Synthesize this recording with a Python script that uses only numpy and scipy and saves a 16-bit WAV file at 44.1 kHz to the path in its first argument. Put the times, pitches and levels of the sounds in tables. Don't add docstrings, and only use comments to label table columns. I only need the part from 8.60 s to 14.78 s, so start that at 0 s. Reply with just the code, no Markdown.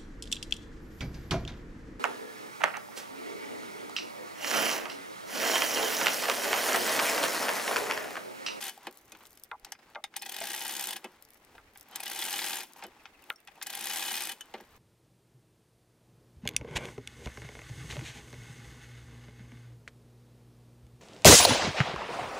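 import sys
import numpy as np
from scipy import signal
from scipy.fft import rfft, irfft
from scipy.io import wavfile
from scipy.ndimage import uniform_filter1d

SR = 44100
rng = np.random.default_rng(int(sys.argv[2]) if len(sys.argv) > 2 else 0)


def transcribe(u):
    v = np.clip(np.atleast_2d(u).T, -1, 1)
    q = np.round(v * 32767).astype(np.int16)
    wavfile.write(sys.argv[1], SR, q)


def nominal_scale(level):
    x = np.asarray(level, float) / 20
    return 10 ** x


N = 272538


def evened(x):
    return x / np.sqrt(np.mean(x ** 2) + 1e-20)


def read(points, hz):
    f, value = np.transpose(points)
    return np.interp(np.log(hz + 1), np.log(f + 1), value)


def curve(rows, column):
    rows = np.asarray(rows)
    return nominal_scale(np.interp(np.arange(N) / SR, rows[:, 0], rows[:, column], left=-150, right=-150))


def strokes(rows):
    t = np.arange(N) / SR
    return sum(nominal_scale(db) * np.exp(-((t - middle) / half) ** 2) for middle, half, db in rows)


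def causal(db):
    mirrored = np.r_[db, db[-2:0:-1]]
    log_gain = np.log(nominal_scale(np.maximum(mirrored, -100)))
    taps = np.fft.ifft(np.exp(np.conj(signal.hilbert(log_gain)))).real[:4096]
    return taps / np.linalg.norm(taps)


# (frequency [Hz], width [Hz], level [dB])
MODES = [(793, 50, 6.5), (847, 59, 4.5), (1625, 80, 6), (1917, 140, 2.5), (2500, 55, 7.5), (3010, 90, 6),
         (3300, 180, 2), (4275, 56, -4.5), (5080, 340, -7.5), (5960, 140, -5.5), (6640, 60, -3.5),
         (7320, 320, -11), (8560, 200, -7), (10950, 370, -11)]
# (frequency [Hz], level [dB])
STEEL = [(300, -21), (700, -9.5), (1200, -2.5), (3500, -2.5), (7000, -19), (12000, -18.5), (15000, -20),
         (17000, -65)]


def housing(drive, weight, ring_db=0.):
    hz = np.fft.rfftfreq(8192, 1 / SR)
    modes = np.zeros(len(hz))
    for f, width, db in MODES:
        detuning = 2 * (hz - f) / max(width, 60, f / 70)
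        modes += nominal_scale(2 * (db + ring_db)) / (1 + detuning ** 2)
    broad = nominal_scale(2 * read(STEEL, hz))
    db = 10 * np.log10(broad + modes) + read(weight, hz)
    return signal.oaconvolve(drive, causal(db))[:N]


def blows(times, dbs, falls, rise, grit_db, colour_db):
    t, out = np.arange(2048) / SR, np.zeros(N + 2048)
    noise, grit, colour = rng.standard_normal((3, len(times), len(t)))
    colour = evened(uniform_filter1d(colour[:, :len(t) // 2 + 1], size=25, axis=1))
    chatter = irfft(rfft(noise * nominal_scale(grit_db * grit)) * nominal_scale(colour_db * colour))
    falls = falls * np.ones(len(times)) + 1e-4
    for s, db, fall, grains in zip(times, dbs, falls, chatter):
        envelope = (1 - np.exp(-t / rise)) * np.exp(-t / fall)
        out[round(s * SR):][:len(t)] += nominal_scale(db) * evened(grains) * envelope
    return out[:N]


def rough_noise(points, lumps_db, size):
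    lumps = evened(uniform_filter1d(rng.standard_normal(N), size))
    colour = nominal_scale(read(points, np.fft.rfftfreq(N, 1 / SR)))
    noise = irfft(rfft(rng.standard_normal(N)) * colour, N)
    return evened(noise * nominal_scale(lumps_db * lumps))


# (time [s], ratchet teeth passed)
TURNS = [
    [(0, .23), (0.0527, 4), (0.0924, 7)],
    [(1.5642, 0), (1.6205, 1), (1.7196, 4), (1.8856, 13), (2.0355, 23), (2.1655, 32), (2.2705, 39),
     (2.3294, 42), (2.3633, 43)],
    [(3.3581, 0), (3.402, 1), (3.479, 4), (3.6144, 13), (3.7489, 25), (3.8832, 38), (3.9857, 46),
     (4.0314, 48)],
    [(5.0248, 0), (5.0689, 1), (5.1504, 4), (5.3098, 14), (5.4825, 29), (5.5918, 38), (5.6915, 44),
     (5.7186, 45)],
]


def turning():
    out = []
    for s, teeth in map(np.transpose, TURNS):
        law = np.polyfit(s - s.mean(), teeth, min(len(s) - 1, 6))
        start = round(s[0] * SR) - 100 * (s[0] > 0)
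        t = np.arange(start, round(s[-1] * SR) + 100) / SR
        passed = np.polyval(law, t - s.mean())
        out.append((t, passed, np.gradient(passed) * SR / 75))
    return out


def tooth_drops():
    out = []
    for pull, (t, passed, speed) in enumerate(turning()):
        teeth = np.arange(1. if pull == 0 else 0., passed[-1])
        out.append([np.interp(teeth, passed, t), np.interp(teeth, passed, speed), pull + 0 * teeth])
    return np.concatenate(out, axis=1)


# (pawl level [dB], rattle at full speed [dB], drone at full speed [dB])
PULLS = [
    (-36.5, -44, -50),
    (-35.5, -44.5, -49.5),
    (-35.5, -43.5, -48),
    (-35, -42.5, -48.5),
]


def running(column, law):
    gain = np.zeros(N)
    for row, (t, passed, speed) in zip(PULLS, turning()):
        gain[round(t[0] * SR):][:len(t)] = nominal_scale(row[column]) * speed ** law
    coast_s = 0.032
    keep = np.exp(-1 / (coast_s * SR))
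    return signal.lfilter([1 - keep], [1, -keep], gain, zi=[gain[0]])[0]


# (frequency [Hz], level [dB])
PAWL_TIP = [(500, -14), (1500, -17), (4000, -10), (8000, 2.5), (11000, 5), (16000, 4.5)]


def ratchet():
    s, _, pull = tooth_drops()
    db = np.transpose(PULLS)[0][pull.astype(int)] + 3.0 + 2.0 * rng.standard_normal(len(s))
    db = db + 2.5 * (np.diff(pull, prepend=0) > 0)
    db = db - 2.5 * (np.diff(pull, append=9) > 0)
    snaps = blows(s, db, falls=.0042, rise=.0006, grit_db=3.5, colour_db=3.0)
    return housing(snaps, PAWL_TIP, ring_db=-5.)


def ping(drive):
    t = np.arange(SR // 4) / SR
    return signal.oaconvolve(drive, nominal_scale(-60 * t / .11) * np.sin(2 * np.pi * 3004 * t))[:N]


# (time [s], level [dB])
SEATS = [(0.0215, -35), (0.0514, -34), (0.0834, -28.5), (1.629, -28), (1.716, -39), (1.7639, -33),
         (1.7852, -26.5), (1.8127, -25), (1.837, -27), (1.8696, -28), (1.9038, -24.5), (1.94, -23.5),
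         (1.9787, -30), (2.014, -25), (2.0557, -23.5), (2.0916, -24), (2.1282, -33), (2.1636, -32),
         (2.2024, -29), (2.2405, -24), (2.282, -26), (3.4648, -21.5), (3.5134, -25), (3.5585, -24),
         (3.5913, -21.5), (3.6225, -19), (3.6516, -29), (3.6805, -26), (3.7084, -30), (3.7369, -20),
         (3.7645, -22), (3.7901, -20), (3.8171, -21), (3.842, -21.5), (3.8698, -23.5), (3.8971, -35),
         (3.9305, -19.5), (3.9619, -28), (4.006, -33.5), (5.0634, -31), (5.1347, -27), (5.1877, -32),
         (5.2085, -35), (5.2434, -32), (5.2695, -27), (5.3014, -21.5), (5.3332, -25), (5.3587, -25),
         (5.3949, -30), (5.4231, -21.5), (5.452, -23), (5.4804, -23), (5.512, -26), (5.54, -21.5),
         (5.5732, -25), (5.6077, -25.5), (5.652, -29), (5.6948, -26.5)]
# (time [s], level [dB], length [s])
ROCKS = [
    (0.168, -49, 0.019),
    (2.284, -53, 0.067),
    (2.949, -45, 0.013),
    (3.314, -53, 0.012),
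    (4.683, -48.5, 0.025),
    (4.967, -55, 0.025),
]
# (frequency [Hz], level [dB])
LINK_SEAT = [(400, -31.5), (900, 0), (1300, -3.5), (1900, 3), (3000, -2), (3800, 7.5), (6000, 5),
             (12000, -35.5)]
LOOSE = [(500, -27.5), (1400, -4.5), (3000, -4.5), (8000, 4), (16000, 2)]
COVER = [(200, -69.5), (500, -6.5), (680, -4), (950, -1.5), (1300, -23)]


def wheel():
    tooth_s, speed, pull = tooth_drops()
    jolt_db = -37.5 - 9.4 * np.log10(np.maximum(speed * 3, .8)) + 2.5 * rng.standard_normal(len(tooth_s))
    jolt_db = jolt_db - 2.5 * (np.diff(pull, append=9) > 0)
    climb_s = .0045

    s, db = np.transpose(SEATS)
    seats = blows(s, db - 2.5, falls=.005, rise=0.0005, grit_db=2.0, colour_db=2.0)
    pinged = nominal_scale(-35.5) * ping(seats)
    seats = seats + blows(tooth_s, jolt_db + 6.0, falls=0.0064, rise=0.00098, grit_db=2.0, colour_db=1.5)
    seats = seats + blows(tooth_s - climb_s, jolt_db + 5.0, falls=0.004, rise=0.00051,
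                          grit_db=2.5, colour_db=-0.5)
    out = nominal_scale(-7.5) * housing(seats, LINK_SEAT, ring_db=3.) + nominal_scale(-18.5) * housing(seats, COVER, ring_db=10.0)
    out = out + pinged

    strength = nominal_scale(2.54 * np.minimum(rng.exponential(1, N), 5))
    taps = strength * (rng.random(N) < 2500. / SR) * rng.choice([-1, 1], N)
    loose = evened(housing(taps, LOOSE, ring_db=-3.))
    shake = uniform_filter1d(abs(seats), size=250) + 1e-5
    throb = (shake / uniform_filter1d(shake, size=2500)) ** .4
    out = out + nominal_scale(0.5) * loose * running(column=1, law=1.15) * throb

    drone = running(column=2, law=0.6)
    for s, db, length in ROCKS:
        part = drone[round(s * SR):][:round(length * SR)]
        part += nominal_scale(db) * np.hanning(len(part))
    cover = evened(housing(np.roll(taps, N // 2), COVER, ring_db=-4.0))
    gears = rough_noise([(120, -16.0), (190, -5.0), (330, 4.0), (420, 0.0), (600, -3), (800, -13)],
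                        lumps_db=1.0, size=600)
    return out + nominal_scale(-2.5) * cover * drone * throb + nominal_scale(-3.5) * gears * uniform_filter1d(drone, size=4000)


# (time [s], level [dB])
WIND = [
    (0, -83),
    (.5, -65),
    (1.2, -74),
    (2.3, -81.5),
    (3.0, -60),
    (3.5, -81),
    (4.6, -66.5),
    (5.6, -85),
    (6.18, -57),
]


def wind():
    rumble = rough_noise([(15, -4.5), (35, 1), (70, 0.5), (130, -3.5), (220, -44)], lumps_db=3., size=3000)
    return nominal_scale(-6.5) * rumble * curve(WIND, column=1)


# (middle [s], half length [s], level [dB])
DRAG = [(0.23, 0.055, -52.5), (0.26, 0.018, -48), (0.31, 0.12, -56), (0.56, 0.019, -56), (1.2, 0.012, -55),
        (1.265, 0.02, -65), (2.436, 0.0076, -51), (5.96, 0.025, -64), (0.5, 0.043, -56), (0.62, 0.051, -53),
        (0.74, 0.1, -61.5), (1.076, 0.046, -55), (1.23, 0.016, -56), (1.306, 0.037, -52),
        (1.55, 0.028, -50.5), (2.48, 0.126, -53.5), (2.72, 0.23, -67), (2.93, 0.071, -58),
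        (3.2, 0.33, -62.5), (3.369, 0.07, -42), (4.11, 0.015, -52), (4.21, 0.055, -44.5),
        (4.405, 0.12, -54), (4.643, 0.0725, -54.5), (4.983, 0.075, -53.5), (5.857, 0.2, -54),
        (6.016, 0.067, -84), (6.17, 0.14, -56.5)]
# (frequency [Hz], level [dB per Hz])
SCRAPE = [(300, -48), (550, -17), (800, 9), (1700, 2), (3500, -4.5), (8000, -14.5), (14000, -24)]


def soil():
    scrape_gain = nominal_scale(-67.5) + strokes(DRAG)
    stir_gain = nominal_scale(-65.9) * (scrape_gain / nominal_scale(-52.0)) ** 0.36
    scrape = rough_noise(SCRAPE, lumps_db=2.0, size=120)
    stir = rough_noise([(80, -21), (150, -4.5), (300, 0.5), (450, -0.5), (800, -6.0), (1200, -28.0)],
                       lumps_db=-0.5, size=900)
    return nominal_scale(-10.5) * scrape * scrape_gain + stir * stir_gain


# (time [s], level [dB])
CLINKS = [(0.177, -43), (0.2321, -46), (0.326, -47), (0.4631, -57), (0.4804, -49), (0.631, -48),
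          (0.73, -44), (0.7973, -45), (0.8363, -36.5), (0.915, -47.5), (0.9975, -50.5), (1.3014, -52),
          (2.6241, -40), (2.6504, -41.5), (2.8487, -45), (3.1356, -48), (3.287, -46), (3.312, -44),
          (4.0696, -48), (4.1344, -42), (4.1717, -53), (4.2672, -45.5), (4.436, -53), (4.6226, -45.5),
          (4.64, -45), (4.7004, -37.5), (4.7178, -50), (4.7265, -48), (4.7365, -54), (4.758, -49),
          (4.8031, -49.5), (4.851, -52), (1.104, -56), (3.3578, -25), (0.662, -45), (1.5865, -55),
          (1.651, -40), (4.956, -50), (5.857, -48), (6.009, -45),
          (0.3114, -45), (0.3546, -48), (0.3601, -50), (0.3732, -39), (0.388, -47), (0.3984, -54),
         (0.412, -53), (0.5711, -49), (0.588, -53), (0.6004, -57), (0.669, -40.5), (0.6744, -47),
         (0.701, -58), (0.7068, -44.5), (0.8454, -45.5), (0.891, -57), (2.4069, -52), (2.5204, -53),
         (2.6878, -50), (2.7046, -44), (2.719, -53), (2.7347, -46), (2.744, -46.5), (2.7726, -53),
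         (3.1532, -49), (3.1747, -37.5), (3.1824, -43), (3.1974, -50.5), (3.2105, -39), (3.229, -45.5)]
# (frequency [Hz], level [dB])
CLINK = [(2000, -35), (5000, -5), (9000, 2.5), (13000, 5), (16000, 10.5)]


def clinks():
    s, db = np.transpose(CLINKS)
    falls = .0018 * nominal_scale(.4 * (db + 33.))
    hits = blows(s, db - 3., falls, rise=.00005, grit_db=5.0, colour_db=2.0)
    return housing(hits, CLINK, ring_db=-26.0)


# (time [s], ring level [dB], cover hum level [dB], clank level [dB])
BUMPS = [(0.2687, -33.5, -27.5, -34.5), (0.52, -42, -70, -34.5), (0.5494, -40.5, -52, -70),
         (0.606, -55, -54, -70), (0.6535, -56, -65.5, -39.5), (0.7737, -54, -73, -40),
         (1.047, -39, -45, -31.5), (1.0651, -66, -42, -70), (1.1202, -32, -38.5, -28),
         (1.151, -47, -70, -70), (1.1897, -47.5, -52, -70), (1.3485, -39.5, -37, -64),
         (1.4396, -31, -30.5, -29), (1.5396, -39, -53.5, -65), (1.593, -53, -73, -41),
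         (1.8135, -34, -29, -67), (2.4434, -39, -31, -33.5), (3.1574, -44, -48, -63),
         (4.1604, -48, -40.5, -70), (4.2241, -34, -36, -62.5), (4.2373, -40.5, -34, -34),
         (4.3625, -53, -46.5, -73), (4.4551, -34.5, -40, -67), (4.8738, -37.5, -69, -42.5),
         (4.8827, -40, -41, -70), (5.014, -30.5, -63, -70), (5.8087, -38.5, -79, -33),
         (5.9392, -38, -30.5, -43.5), (5.9763, -76, -47, -64), (6.0008, -42.5, -41.5, -68)]
# (time [s], level [dB])
THUDS = [(0.2683, -48.5), (0.5207, -59.5), (0.606, -62.5), (1.0654, -63.5), (1.3488, -61), (1.813, -49.5),
         (2.4414, -45.5), (4.1585, -72), (4.224, -58), (4.2392, -51.5), (5.9399, -47.5), (5.9763, -59),
         (6.0003, -58)]
# (frequency [Hz], level [dB])
KNOCK_ON_FRAME = [(400, -37), (900, 0.5), (1500, 8), (3500, 0), (6000, 2), (12000, -27)]
THUD = [(100, -55), (190, 7), (370, 11), (600, 0.5), (900, -12), (3000, -41)]
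CLANK = [(2000, -22), (5000, 0.5), (9000, 5), (16000, -1.5)]


def bumps():
    s, ring_db, hum_db, clank_db = np.transpose(BUMPS)
    rings = blows(s, ring_db - 5.0, falls=0.0047, rise=0.000075, grit_db=1.0, colour_db=2.0)
    hums = np.bincount(np.round((s + 0.0016) * SR).astype(int), nominal_scale(hum_db + 14.0), N)
    clank_falls = .003 * nominal_scale(.35 * (clank_db + 33.))
    clanks = blows(s, clank_db - 5.5, clank_falls, rise=.0002, grit_db=4.0, colour_db=3.0)

    s, db = np.transpose(THUDS)
    thuds = blows(s, db + 9.0, falls=0.017, rise=0.0037, grit_db=1.0, colour_db=-2.0)
    slides = blows(s, db + 11.0, falls=0.008, rise=0.0047, grit_db=7.5, colour_db=-3.5)
    out = housing(rings, KNOCK_ON_FRAME, ring_db=-6.0) + housing(hums, COVER, ring_db=15.0)
    out = out + housing(clanks, CLANK, ring_db=-6.5) + housing(thuds, THUD, ring_db=-43.0)
    return out + housing(slides, KNOCK_ON_FRAME, ring_db=-5.0)


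# (middle [s], half length [s], level [dB])
SWAYS = [
    (0.4, .15, -67),
    (0.7, 0.13, -63),
    (2.7, 0.19, -73),
    (3.2, 0.059, -67),
    (4.15, 0.074, -58),
    (6.0, 0.6, -72),
]
# (frequency [Hz], level [dB])
TICK = [(3000, -32), (6000, -3.5), (10000, -3), (14000, 5)]


def sway():
    place, chance = rng.random((2, int(110 * N / SR)))
    s = place * (N - 1) / SR
    sway_db = 20 * np.log10(strokes(SWAYS)[(s * SR).astype(int)] + 1e-9)
    db = sway_db - 4.5 * np.log(chance + .08)
    return housing(blows(s, db, falls=0.0028, rise=.0001, grit_db=3.0, colour_db=1.5), TICK, ring_db=-4.5)


# (time [s], level [dB], frequency [Hz], t60 [s])
PINGS = [(1.121, -60, 5012, 0.14), (1.19, -70, 5012, .12), (1.348, -44.5, 3650, .015),
         (1.44, -30, 3660, .02), (1.8135, -35, 673, 0.066), (0.522, -46, 2500, 0.049),
         (2.589, -54, 2300, .012), (1.594, -44, 5270, 0.032), (3.327, -53, 3120, 0.2),
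         (4.249, -50, 3010, 0.092), (4.76, -52, 5500, 0.038), (4.76, -60, 8950, .03),
         (5.808, -42.5, 3025, .11)]


def singing():
    t, out = np.arange(SR // 4) / SR, np.zeros(N + SR)
    for s, db, hz, t60 in PINGS:
        out[round(s * SR):][:len(t)] += nominal_scale(db - 60 * t / t60) * np.sin(2 * np.pi * hz * t)
    flutter = evened(uniform_filter1d(rng.standard_normal(N), size=150))
    return out[:N] * nominal_scale(3. * flutter)


# (time [s], level [dB], snap above the ring [dB])
KNOCKS = [
    (0.9144, -29, 0.67),
    (1.3563, -31.5, 3.5),
    (2.9805, -40.5, 1),
    (4.7026, -29, 15.5),
]
# (frequency [Hz], level [dB], t60 [s])
LATCH = [(465, -15, 0.07), (760, -20, 0.028), (905, -7.5, 0.047), (1100, -14, 0.075), (1397, 2.5, 0.043),
         (1548, -1, 0.036), (2080, -8.5, 0.068), (2450, -15, 0.0215), (2500, -14, 0.018), (3450, -9, 0.016),
         (4600, -22, 0.011)]
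# (frequency [Hz], level [dB])
SHUDDER = [(200, -45), (600, 5), (1400, -1), (2300, -19), (3200, -28), (8000, -40)]


def latch():
    t, out = np.arange(4096) / SR, np.zeros(N + 4096)
    for s, db, snap_db in KNOCKS:
        ring = np.zeros(len(t))
        for hz, level, t60 in LATCH:
            level_shift, detune, phase = [2., .006, .4] * rng.standard_normal(3)
            tone = np.sin(2 * np.pi * hz * (1 + detune) * t + phase)
            ring += nominal_scale(level + level_shift - 60 * t / t60) * tone
        ring = ring * (1 - np.exp(-(t / 0.00083) ** 2))
        snap_t = t - .0005
        snap = np.cos(2 * np.pi * 2410.0 * snap_t + .5) * np.exp(-(snap_t / 0.0002157) ** 2)
        out[round(s * SR):][:len(t)] += nominal_scale(db) * (ring / abs(ring).max() + nominal_scale(snap_db) * snap)
    s, db, _ = np.transpose(KNOCKS)
    shudder = blows(s + 0.0029, db - 12.5, falls=0.019, rise=0.0022, grit_db=0.0, colour_db=6.5)
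    return out[:N] + housing(shudder, SHUDDER, ring_db=-9.0)


# (time [s], level [dB], frequency [Hz], width [s])
PUFF = (1.041, -56, 30, .012)


def puff():
    s, db, hz, width = PUFF
    t = np.arange(N) / SR - s
    return nominal_scale(db) * np.cos(2 * np.pi * hz * t) * np.exp(-(t / width) ** 2)


# (time [s], level [dB])
CHIRPS = [
    (4.296, -66),
    (4.381, -63),
    (4.536, -62),
    (4.619, -60),
    (4.781, -67),
    (4.946, -64),
]


def bird():
    out, hz = np.zeros(N), np.linspace(3100, 2000, round(.03 * SR))
    whistle = np.sin(2 * np.pi * np.cumsum(hz) / SR) * np.hanning(len(hz))
    for s, db in CHIRPS:
        out[round(s * SR):][:len(hz)] += nominal_scale(db) * whistle
    roughness = evened(uniform_filter1d(rng.standard_normal(N), size=120))
    return out * nominal_scale(2.5 * roughness)


def yard(x):
    t = np.arange(SR // 4) / SR
    tail = rng.standard_normal(len(t)) * nominal_scale(-60 * t / 0.067) * (t > .004)
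    tail = signal.lfilter([1], [1, -.6], tail)
    return nominal_scale(-13.5) * signal.oaconvolve(x, tail / np.linalg.norm(tail))[:N]


# (frequency [Hz], left over right [dB])
LEFT_DB = [(700, 0), (2000, 1.2), (4000, 2), (8000, 7), (10500, 9), (12500, 1.5)]
# (frequency [Hz], phase by which left leads [rad])
LEAD = [(1500, 0), (3600, .3), (5200, .9), (8400, 1.3), (10200, .5), (16000, 1.2)]
# (frequency [Hz], level [dB])
SCATTER = [(60, -27.5), (250, -53), (500, -58), (1000, -37), (2000, -12.5), (4000, -5.5), (8000, -8),
           (15000, -6)]


def ports(x):
    hz, _, z = signal.stft(x, SR, nperseg=256)
    phase = np.repeat(rng.random((z.shape[1], 33)), 4, axis=1)[:, :len(hz)].T
    scatter = np.exp(2j * np.pi * phase)
    ratio = nominal_scale(read(LEFT_DB, hz))
    shading = (ratio - 1) / (ratio + 1)
    delay = 1j * np.tan(read(LEAD, hz) / 2)
    z = z * ((shading + delay)[:, None] + nominal_scale(read(SCATTER, hz))[:, None] * scatter)
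    side = signal.istft(z, SR, nperseg=256)[1][:N]
    return np.array([x + side, x - side])


def scene():
    hoist = ratchet() + wheel() + clinks() + bumps() + sway() + singing()
    ground = wind() + soil()
    knocks, gust, chirps = latch(), puff(), bird()
    reflected = yard(hoist + nominal_scale(-13.0) * knocks + nominal_scale(7.0) * chirps)
    return ports(hoist + knocks + nominal_scale(0.5) * chirps + reflected + ground + gust)


def low_pass(x):
    return signal.sosfilt(signal.butter(12, 16660, fs=SR, output="sos"), x)


# (frequency [Hz], level [dB])
HISS = [(100, -55), (500, -8), (2000, 4.5), (4000, -8), (8000, -14), (13000, -15), (16000, -16)]
# (time [s], level [dB])
HISS_DRIFT = [(0, 5), (0.6, 7), (0.9, 2.5), (1.2, 6), (1.5, 2), (2.5, 4), (3.2, 9), (4.2, 8), (4.8, 7.5),
              (5.9, 5), (6.2, 6)]


def record(dry):
    hiss = np.array([rough_noise(HISS, lumps_db=-4.0, size=500) for _ in dry])
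    mix = dry + nominal_scale(-74.0) * curve(HISS_DRIFT, column=1) * hiss
    above_edge = np.fft.rfftfreq(N, 1 / SR) - 15900
    edge = nominal_scale(-24. * np.clip(above_edge / 240.0, 0, 1))
    return low_pass(irfft(rfft(mix) * edge, N))


dry = scene()
out = record(dry)
transcribe(out)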